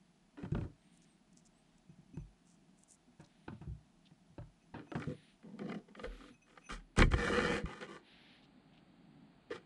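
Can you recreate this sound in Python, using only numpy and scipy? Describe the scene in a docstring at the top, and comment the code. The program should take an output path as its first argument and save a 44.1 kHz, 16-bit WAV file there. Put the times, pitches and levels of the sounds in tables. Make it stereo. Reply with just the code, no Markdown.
"""Kitchen counter, close stereo pair on a hand-held camera, quiet humming room behind.
From the start soft food is laid by hand in a porcelain bowl: dull thumps from decaying notes, with brief focus-motor
whirrs, wet squelches of noise crackle and faint porcelain rings between them. From about 5 s fingers knock and slide
on the casing, whose modes ring near 1.2 kHz, hardest at 7 s, and rock the two microphones against each other.
The room turns duller and louder, the image closes to the centre, then opens again for a last soft blow at 9.5 s."""
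import sys
import numpy as np
from scipy import signal
from scipy.fft import rfft, irfft
from scipy.io import wavfile

SR = 44100
rng = np.random.default_rng(int(sys.argv[2]) if len(sys.argv) > 2 else 0)


def digitize_waveform(pressure):
    """Quantize a signal to 16-bit integers and store it at the path in sys.argv[1].

    Rows of a 2-D input are taken as channels; values are limited to [-1, 1].
    """
    field = np.atleast_2d(pressure).T
    bounded = np.clip(field, -1, 1)
    quanta = np.round(bounded * 32767).astype(np.int16)
    wavfile.write(sys.argv[1], SR, quanta)


N = 425565
TIME = np.arange(N) / SR  # s, the whole scene
AGE = np.arange(SR // 3) / SR  # s, since the start of one short sound

# ringing modes of the camera casing: [f/Hz, width/Hz, in-phase level/dB, opposite-phase level/dB]
CASING_MODES = [(505, 39, 1.5, 2), (692, 70, -7.5, -13), (808, 110, -2.5, 4), (1058, 45, -1, 16.5),
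                (1202, 68, 4, 15), (1446, 110, 0.5, 5.5), (1590, 95, -1.5, -12), (1756, 42, 0, -1.5),
                (1842, 25, -1, -0.5), (1900, 40, 0, -11.5), (2030, 99, -1.5, -9), (2286, 37, -1.5, -24),
                (2442, 63, -3, -4.5), (2884, 80, -5.5, -11), (3133, 63, -3, -4), (3480, 480, -13.5, -18),
                (4160, 190, -10.5, -26.5), (4920, 630, -20, -29), (6300, 900, -32, -31)]


def undb(db):
    """Decibels to gain."""
    return 10 ** (np.asarray(db) / 20)


def unit(x):
    """Scale to rms 1."""
    return x / np.sqrt(np.mean(x ** 2))


def add(out, s, x):
    """Mix a short sound in at time s."""
    i = max(int(s * SR), 0)
    out[:, i:i + x.shape[-1]] += x[..., :N - i]


def band(x, lo_hz, hi_hz, order=2):
    """Band-pass."""
    sos = signal.butter(order, [lo_hz, min(hi_hz, SR / 2 - 1)], "band", fs=SR, output="sos")
    return signal.sosfilt(sos, x)


def stereo(mid, side):
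    """Left and right microphones from the in-phase and opposite-phase parts."""
    return np.array([mid + side, mid - side])


def decay(age, t60):
    """Exponential fall by 60 dB in t60 seconds."""
    return np.exp(-np.log(1000) * age / t60)


def damped(hz, t60):
    """One freely decaying mode."""
    return np.sin(2 * np.pi * hz * AGE) * decay(AGE, t60)


def walk(rate):
    """Random wander through `rate` new values a second, spread near 1."""
    knots = rng.standard_normal(int(N / SR * rate) + 2)
    return np.interp(TIME * rate, np.arange(len(knots)), knots)


def coloured(points):
    """Noise of rms 1 with the given spectrum."""
    hz, db = np.transpose(points)
    freq = np.maximum(np.arange(N // 2 + 1) * SR / N, 1)
    gain = undb(np.interp(np.log(freq), np.log(hz), db))
    return unit(irfft(rfft(rng.standard_normal(N)) * gain, N))


def resonate(force, modes, roam_db=0, count=12):
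    """A force rings the modes, with signs alternating between them; returns mid and side.
    A contact that travels drives now one mode, now another, by roam_db."""
    mid = side = 0
    place = np.linspace(0, count - 1, len(force))
    for k, (hz, width_hz, mid_db, side_db) in enumerate(modes):
        reach = undb(roam_db * np.interp(place, np.arange(count), rng.standard_normal(count)))
        ring = signal.lfilter(*signal.iirpeak(hz, hz / width_hz, fs=SR), force * reach)
        mid = mid + (-1) ** k * undb(mid_db) * ring
        side = side + (-1) ** (k // 2) * undb(side_db) * ring
    return mid, side


def slips(size, rate, spread_db):
    """Stick-slip friction: dense tiny clicks, a few much larger than the rest."""
    strength = undb(spread_db * np.minimum(rng.exponential(size=size), 4))
    return (rng.random(size) < rate / SR) * strength * rng.standard_normal(size)


def grit(force, lo_hz=4200, hi_hz=8800):
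    """The thin top of a contact, from one force for each microphone; a little stronger on the right."""
    return band(force, lo_hz, hi_hz) * undb([[0], [3]])


def stroke(age, length_s, release_s, grip_share=0.097):
    """Envelope of one slide: take hold over a share of its length, slide, let go (release as t60)."""
    hold = 1 - np.exp(-age / (grip_share * length_s))
    return hold * decay(np.maximum(age - length_s, 0), release_s)


def strike(modes, grit_db, chatter_s, rock_db, soft_hz, chatter_db=-15):
    """One contact: a click and brief chatter into the modes, dulled by soft skin above soft_hz."""
    force = undb(chatter_db) * rng.standard_normal((3, len(AGE))) * np.exp(-AGE / chatter_s)
    force[:, 0] = 1  # the click
    push = signal.sosfilt(signal.butter(2, soft_hz, fs=SR, output="sos"), force[0])
    parts = (*resonate(push, modes), grit(force[1:]))
    mid, side, top = (x / np.abs(x).max() for x in parts)
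    return stereo(mid, side * undb(rock_db)) + undb(grit_db) * top


def kitchen(mid_db=-68.5, side_db=-70.5, late_db=-63.5, waver_db=1.5, turn_s=(6.0, 7.8)):
    """Room air as shaped noise with a low, wavering hum; its in-phase part turns duller and louder over turn_s."""
    # spectra of the air, in phase, in opposite phase, and late in phase: [f/Hz, relative density/dB]
    air = [(18, -38), (30, 1.5), (64, -13.5), (103, -12), (128, -12.5), (168, 5), (350, -8.5), (482, -18.5),
           (573, -21), (632, -10), (1090, -20), (2110, -22.5), (2970, -23), (6690, -29), (10700, -33.5),
           (13900, -51), (22000, -120)]
    air_side = [(18, -36.5), (30, -12), (108, -13), (152, -6.5), (261, -4), (459, -14.5), (573, -14),
                (829, -7.5), (1030, -13.5), (2900, -28), (5780, -31.5), (7390, -31), (10700, -35),
                (13900, -59.5), (22000, -120)]
    late_air = [(18, -42.5), (30, -9.5), (108, -15.5), (156, 1), (274, -2), (471, -19), (770, -13.5),
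                (1030, -22.5), (1230, -21.5), (4630, -29.5), (5370, -48.5), (8350, -41), (10700, -48.5),
                (13900, -96), (22000, -120)]
    late = np.interp(TIME, turn_s, [0, 1])
    early_part = undb(mid_db) * (1 - late) * coloured(air)
    mid = early_part + undb(late_db) * late * coloured(late_air)
    hum_change = band(mid, 84, 360) * (undb(2 * waver_db * walk(5.2)) - 1)
    return stereo(mid + hum_change, undb(side_db) * coloured(air_side))


def walls(x, wet_db=-20, t60=0.24):
    """The short tail of a small room: decaying noise, different at each microphone."""
    tail = band(rng.standard_normal((2, len(AGE))), 130, 4700) * decay(AGE, t60)
    tail /= np.sqrt(np.sum(tail ** 2, axis=1, keepdims=True))
    return x + undb(wet_db) * signal.fftconvolve(x, tail, axes=1)[:, :N]


def lens(sag=0.13, flutter_db=4, tone_db=-4, whine_hz=10080, whine_db=-91, whine_fade_s=(7.5, 8.1)):
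    """The focus motor whirrs, its fluttering whistle rising and falling with speed; a thin whine fades late."""
    # refocusing runs: [t/s, length/s, whirr level/dB, whistle level/dB, nominal top whistle f/Hz]
    runs = [(0.724, 0.5, -80, -78, 8850), (1.49, 0.35, -84.5, -81, 8360), (3.205, 0.47, -79, -87, 9200),
            (4.981, 0.41, -70.5, -77, 9700), (5.96, 0.41, -68, -69, 11250),
            (7.992, 0.47, -65.5, -80.5, 11030)]
    whine = unit(band(rng.standard_normal((2, N)), whine_hz * .99, whine_hz * 1.01))
    out = undb(whine_db) * whine * np.interp(TIME, whine_fade_s, [1, 0])
    for s, length_s, whirr_db, whistle_db, hz in runs:
        count = int(length_s * SR)
        speed = 1 - sag * np.linspace(-1, 1, count) ** 2
        pitch_hz = hz * speed * (1 + .011 * walk(600)[:count])
        whistle = np.sin(2 * np.pi * np.cumsum(pitch_hz) / SR)
        whistle = whistle * undb(tone_db + flutter_db * walk(39)[:count])
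        whirr = unit(band(rng.standard_normal(count), 1550, 4140, order=4))
        motor = undb(whirr_db) * whirr + undb(whistle_db) * whistle
        add(out, s, motor * signal.windows.tukey(count, .5))
    return out


def squelches(spread_db=4.5):
    """Moist fibres part: tiny wet films snap in a short swell of band-passed crackle."""
    # wet partings: [t/s, length/s, level/dB, centre f/Hz]
    partings = [(0.906, 0.09, -75.5, 8400), (1.011, 0.043, -71.5, 6500), (1.327, 0.01, -72.5, 6860),
                (1.358, 0.054, -70, 6700), (1.448, 0.033, -68, 6900), (1.778, 0.01, -70, 7100),
                (2.442, 0.13, -74, 7100), (2.756, 0.11, -69.5, 8150), (2.868, 0.099, -64.5, 7900),
                (3.207, 0.012, -70, 7600), (3.241, 0.013, -64, 4630), (3.261, .007, -68, 5330),
                (4.049, 0.031, -66, 3300), (8.417, 0.05, -70.5, 3370), (8.708, 0.11, -73.5, 2945)]
    out = np.zeros((2, N))
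    for s, length_s, db, hz in partings:
        count = int(length_s * SR)
        snaps = rng.standard_normal((2, count)) * undb(spread_db * rng.exponential(size=count))
        mid, side = unit(band(snaps, hz * 0.78, hz * 1.23)) * signal.windows.tukey(count, .6)
        add(out, s, undb(db) * stereo(mid, 0.93 * side))
    return out


def bowl(t60=0.12):
    """Porcelain rings faintly, damped by the food in it; the ring swells for as long as skin or food rubs it."""
    # touches and strokes of the bowl: [t/s, level/dB, contact time/s]
    contacts = [(1.893, -72, 0.0032), (2.135, -61.5, .012), (2.162, -64, .05), (4.598, -69, 0.033),
                (4.851, -61, .06), (6.315, -60, .035), (6.409, -59.5, 0.018), (6.608, -49.5, 0.064)]
    # porcelain modes: [f/Hz, peak level/dB]
    modes = [(2540, -3.5), (6080, -9.5), (9450, -19), (10550, -26)]
    out = np.zeros((2, N))
    for s, db, contact_s in contacts:
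        force = rng.standard_normal(len(AGE)) * AGE * (AGE < contact_s)
        for hz, mode_db in modes:
            ring = signal.fftconvolve(force, damped(hz, t60))[:len(AGE)]
            add(out, s, undb(db + mode_db) * ring / np.abs(ring).max())
    return out


def touches(level_db=-1, grit_db=-23.0, rock_db=4, soft_hz=6000):
    """Fingers and food meet the bowl and ring the counter modes; all rock the camera alike."""
    # contacts in the bowl: [t/s, level/dB, relative treble/dB, chatter time constant/s]
    contacts = [(0.372, -47.5, 0, .018), (.429, -43, -2, 0.0054), (.450, -41.5, -8, 0.0033),
                (.518, -48, 17, 0.008), (.549, -31.5, -7, 0.0044), (.579, -40, -6, .0054),
                (.612, -44, -9, 0.003), (.638, -49.5, -15, 0.018), (2.172, -49, 17, 0.0043),
                (3.1975, -49, 12, 0.027), (3.4807, -34.5, -16, 0.0072), (3.521, -52, -4, 0.016),
                (3.614, -49, 8, 0.022), (4.111, -56, 6, 0.0051), (4.381, -39, -14, 0.0053),
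                (4.420, -51.5, -6, 0.0074), (4.741, -38.5, -14, 0.031), (4.868, -53, -2, .007),
                (4.917, -33.5, 5, .004), (4.952, -30.5, -2, 0.008)]
    # counter modes under the bowl: [f/Hz, width/Hz, in-phase level/dB, opposite-phase level/dB]
    counter = [(313, 38, 12, 2), (583, 14, 6.5, 6), (704, 43, 2, 9.5), (933, 177, 1, 13.5),
               (1077, 324, -2.5, 5.5), (1307, 235, 1, 10), (1360, 160, 2.5, -3), (1565, 440, -4.5, -3),
               (2300, 160, -13.5, -16.5), (2520, 190, -9.5, -14), (3920, 1700, -23.5, -33)]
    out = np.zeros((2, N))
    for s, db, treble_db, chatter_s in contacts:
        contact = strike(counter, grit_db + treble_db, chatter_s, rock_db, soft_hz)
        add(out, s, undb(db + level_db) * contact)
    return out


def thumps(level_db=1, push_s=0.0073, right_ratio=0.905, overtone_hz=340, overtone_db=-9, overtone_t60=.05):
    """Soft blows push slowly: a dull note with a short overtone, then the lower sway of counter and camera."""
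    # soft blows: [t/s, relative level/dB, note f/Hz, relative sway/dB]
    blows = [(0.433, -26.5, 183, -3.5), (.52, -18, 145, -4.5), (.553, -21.5, 217, -26),
             (.583, -23, 150, -3.5), (.619, -30, 115, 0.5), (.648, -27, 103, -5.5), (1.892, -41.5, 173, -8),
             (1.987, -45, 171, -9), (2.135, -41.5, 263, -1), (2.171, -28, 166, -4.5),
             (3.076, -51.5, 243, -9), (3.194, -41, 176, -6), (3.478, -38.5, 239, 5),
             (3.522, -33.5, 206, -3), (3.611, -37, 174, 0), (3.672, -32.5, 148, 1), (3.706, -40, 109, 3.5),
             (4.112, -50, 162, -8), (4.3, -59.5, 159, 11), (4.389, -38, 117, 5), (4.738, -38, 236, 3.5),
             (4.953, -22, 163, -32.5), (4.967, -23.5, 234, -7), (5.072, -25.5, 154, -4),
             (5.756, -32, 200, -23), (6.301, -46, 246, -5), (6.981, -18, 209, 6.5), (7.005, -8.5, 186, -6),
             (7.03, -14, 181.5, -3), (7.139, -13, 106, -14), (7.636, -26.5, 177, -10), (7.64, -22, 61, -9),
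             (9.506, -25, 450, -23), (9.516, -24, 451, -24)]
    # sway modes: [f/Hz, t60/s, left level/dB, right level/dB]
    sway_modes = [(151.4, 0.26, -7, -25), (114.9, 0.26, -15, -10), (90, 0.19, -17.5, -9.5)]
    # the harder the finger presses, the sooner a blow dies
    pressed_t60_s, doubling_db = 0.035, 26  # t60 at 0 dB in the table, and the dB of lightness that double it
    out = np.zeros((2, N))
    sway = sum(undb([[left_db], [right_db]]) * damped(hz, t60) for hz, t60, left_db, right_db in sway_modes)
    overtone = undb(overtone_db) * damped(overtone_hz, overtone_t60)
    push = 1 - np.exp(-AGE / push_s)
    for s, db, hz, sway_db in blows:
        t60 = pressed_t60_s * 2 ** (-db / doubling_db)
        # the lowest notes twist the camera most: the microphones start together and drift apart
        right_hz = hz * right_ratio if hz < sway_modes[0][0] * 1.2 else hz
        note = np.array([damped(hz, t60), damped(right_hz, t60)])
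        add(out, s, undb(db + level_db) * push * (note + overtone + undb(sway_db) * sway))
    return out


def jolts(left_db=-17, push_s=0.013, swings=14.9):
    """The camera lurches in the hand and settles in the same number of deep swings, mostly at the right mic."""
    # lurches: [t/s, level on the right/dB, f/Hz]
    lurches = [(.54, -27.5, 47.5), (2.192, -35.5, 47.8), (3.68, -29, 62), (4.389, -40.5, 45),
               (6.066, -31, 41), (6.716, -32.5, 38.8), (6.984, -11.5, 35.5), (7.03, -17, 73.6),
               (7.12, -17, 58)]
    out = np.zeros((2, N))
    push = 1 - np.exp(-AGE / push_s)
    for s, db, hz in lurches:
        add(out, s, undb([[db + left_db], [db]]) * damped(hz, swings / hz) * push)
    return out


def rubs(scrape_db=-1, groan_db=-2, grit_db=-2, rumble_db=-9, uneven_db=0.83, groan_width_hz=30,
         squeak_width_hz=70, spread_db=1.0, roam_db=3):
    """Skin slides on bowl and casing: slips drive casing and body, with a groan and a squeak; the grip wavers."""
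    # strokes: [t/s, length/s, scrape level/dB, groan level/dB, relative treble/dB, casing rock/dB,
    #           groan f/Hz, groan tone/dB, squeak f/Hz, squeak tone/dB]
    strokes = [(0.368, 0.093, -59, -50, -17, 0, 276, 13, 1410, 7),
               (.535, 0.11, -67, -45.5, -6.5, 6, 276, 16, 1390, 5),
               (4.749, 0.062, -62, -48, -31, 0, 283, 8, 1840, -6),
               (4.925, .12, -57, -47.5, -11.5, 4.5, 283, 14, 1570, 5),
               (5.061, 0.05, -61.5, -40.5, -7, -1, 246, -1, 1840, 2),
               (5.428, 0.19, -70, -49, -34, -1, 202, 15.5, 880, 14),
               (5.587, .17, -52.5, -41.5, -27, 0.5, 197, 0, 703, 14.5),
               (5.876, 0.015, -64.5, -51.5, -28, 1, 207, 8, 890, 14),
               (5.957, 0.079, -60.5, -51, -11, 5, 493, 3.5, 1360, 1),
               (6.033, 0.0095, -45.5, -37, -16, 3, 493, 15.5, 1460, 8),
               (6.09, 0.2, -63.5, -58, -9, -2.5, 262, 6, 1350, 4),
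               (6.456, 0.15, -67, -68, -9.5, -1, 298, 6, 1300, -2),
               (6.688, 0.054, -44, -48.5, -10.5, -1, 162, 15, 1370, 4.5),
               (6.971, 0.042, -33.5, -25.5, -11, 2.5, 171, 2.5, 2200, 0.5),
               (7.105, 0.042, -47, -41, -9, 5, 170, -11, 1990, 9),
               (7.152, 0.42, -37, -33.5, -14.5, -2.5, 480, 7, 1820, 3.5),
               (7.648, 0.13, -52, -53.5, -14, -8, 345, 4, 1220, 9),
               (7.802, 0.042, -49, -49, -14, -1, 345, -1, 1240, 0),
               (7.873, 0.088, -53.5, -51, -13, 1, 345, 9, 1160, 9.5),
               (9.501, 0.054, -49, -47, -16.5, -4, 352, 7, 1930, -4)]
    # low modes of the camera body: [f/Hz, width/Hz, in-phase level/dB, opposite-phase level/dB]
    body = [(204, 57, 2.5, -10.5), (325.3, 50, 0, -3.5), (378, 50, 1, -42), (501.7, 9.8, 2, -25.5)]
    scrape_release_s, groan_release_s = 0.15, .21
    # the firmer the stroke, the denser its slips: rate at the firm level, and the dB that double it
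    slips_per_s, firm_db, slip_doubling_db = 2200, -40, 12.5
    out, age = np.zeros((2, N)), TIME[:2 * len(AGE)]
    size = len(age)
    for s, length_s, slide_db, low_db, treble_db, rock_db, groan_hz, tone_db, squeak_hz, squeak_db in strokes:
        scrape = undb(slide_db) * stroke(age, length_s, scrape_release_s)
        groan = undb(low_db) * stroke(age, length_s, groan_release_s)

        squeak_mode = (squeak_hz, squeak_width_hz, squeak_db, squeak_db - 3.5)
        rate = slips_per_s * 2 ** ((slide_db - firm_db) / slip_doubling_db)
        mid, side = resonate(slips(size, rate, spread_db), CASING_MODES + [squeak_mode], roam_db)
        ringing = stereo(mid, side * undb(rock_db)) / mid.std()

        groan_mode = (groan_hz, groan_width_hz, tone_db, tone_db - 28.0)
        low = resonate(slips(size, 900, .8), body + [groan_mode])
        low = unit(band(stereo(*low), 140, 610, order=4))
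        hiss = unit(grit(np.array([slips(size, 6500, 1.4) for _ in range(2)])))

        # only a firm grip shakes the whole camera, mostly at the right microphone
        firmness = np.minimum(groan / undb(-35.5), 1) ** 3
        rumble = unit(band(rng.standard_normal(size), 25, 105)) * undb([[-12], [0]]) * firmness

        upper = scrape * (undb(scrape_db) * ringing + undb(grit_db + treble_db) * hiss)
        lower = groan * (undb(groan_db) * low + undb(rumble_db) * rumble)
        add(out, s, upper + lower)
    return out * undb(uneven_db * walk(70))


def knocks(grit_db=-15, chatter_s=0.0033, soft_hz=3400):
    """Fingertips strike the casing and ring its modes, each with the same brief chatter."""
    # finger knocks: [t/s, level/dB, relative treble/dB, camera rock/dB]
    hits = [(4.9984, -44.5, 13, -5), (5.02, -37, 0, 4), (5.428, -55.5, -8, 2), (5.591, -41, 6, 0),
            (5.617, -52, -9.5, 4), (5.695, -40.5, 0, -2), (5.7197, -35, -1, 0), (5.746, -42, 6, -7),
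            (5.95, -43, -10, 2), (5.9941, -39.5, -14, -5), (6.041, -34.5, -8, -9), (6.118, -52, -3.5, -2),
            (6.205, -47.5, -4, -10), (6.239, -50, 2, -3), (6.574, -41.5, -8, 7), (6.700, -40.5, 0, 11),
            (6.964, -36, 9.5, 11), (6.98, -27.5, -0.5, 8.5), (6.9882, -18.5, 13, -2),
            (7.002, -22, 7.5, 5.5), (7.0204, -14, -4.5, 5.5), (7.117, -32, 7, -8), (7.135, -23, -9, 9),
            (7.337, -28.5, -10, 7), (7.3875, -24.5, -17, -1), (7.657, -39, 6, 7.5), (7.81, -43, 11, -4),
            (7.825, -37, 1, -7)]
    out = np.zeros((2, N))
    for s, db, treble_db, rock_db in hits:
        add(out, s, undb(db) * strike(CASING_MODES, grit_db + treble_db, chatter_s, rock_db, soft_hz))
    return out


def scene():
    """Food and bowl heard with the room's tail; handling, motor and air reach the microphones without it."""
    food = walls(touches() + thumps() + bowl() + squelches())
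    handling = knocks() + rubs() + jolts()
    return food + handling + lens() + kitchen()


def record(dry, knee_hz=10700, leak_db=-15, top_hz=14200):
    """The stereo width changes; the treble steps down above a knee and is then cut above top_hz."""
    # the image closes to the centre and opens again: [t/s, side gain/dB]
    width = [(7.3, 1), (7.52, -8), (7.66, -14), (7.9, -27), (8.1, -37), (9.35, -32), (9.52, -6.5),
             (9.65, -12)]
    side = (dry[0] - dry[1]) / 2 * undb(np.interp(TIME, *np.transpose(width)))
    sound = stereo(dry.mean(axis=0), side)
    below = signal.sosfiltfilt(signal.butter(12, knee_hz, fs=SR, output="sos"), sound)
    sound = below + undb(leak_db) * (sound - below)
    return signal.sosfilt(signal.ellip(8, .2, 70, top_hz, fs=SR, output="sos"), sound)


dry = scene()
out = record(dry)
digitize_waveform(out)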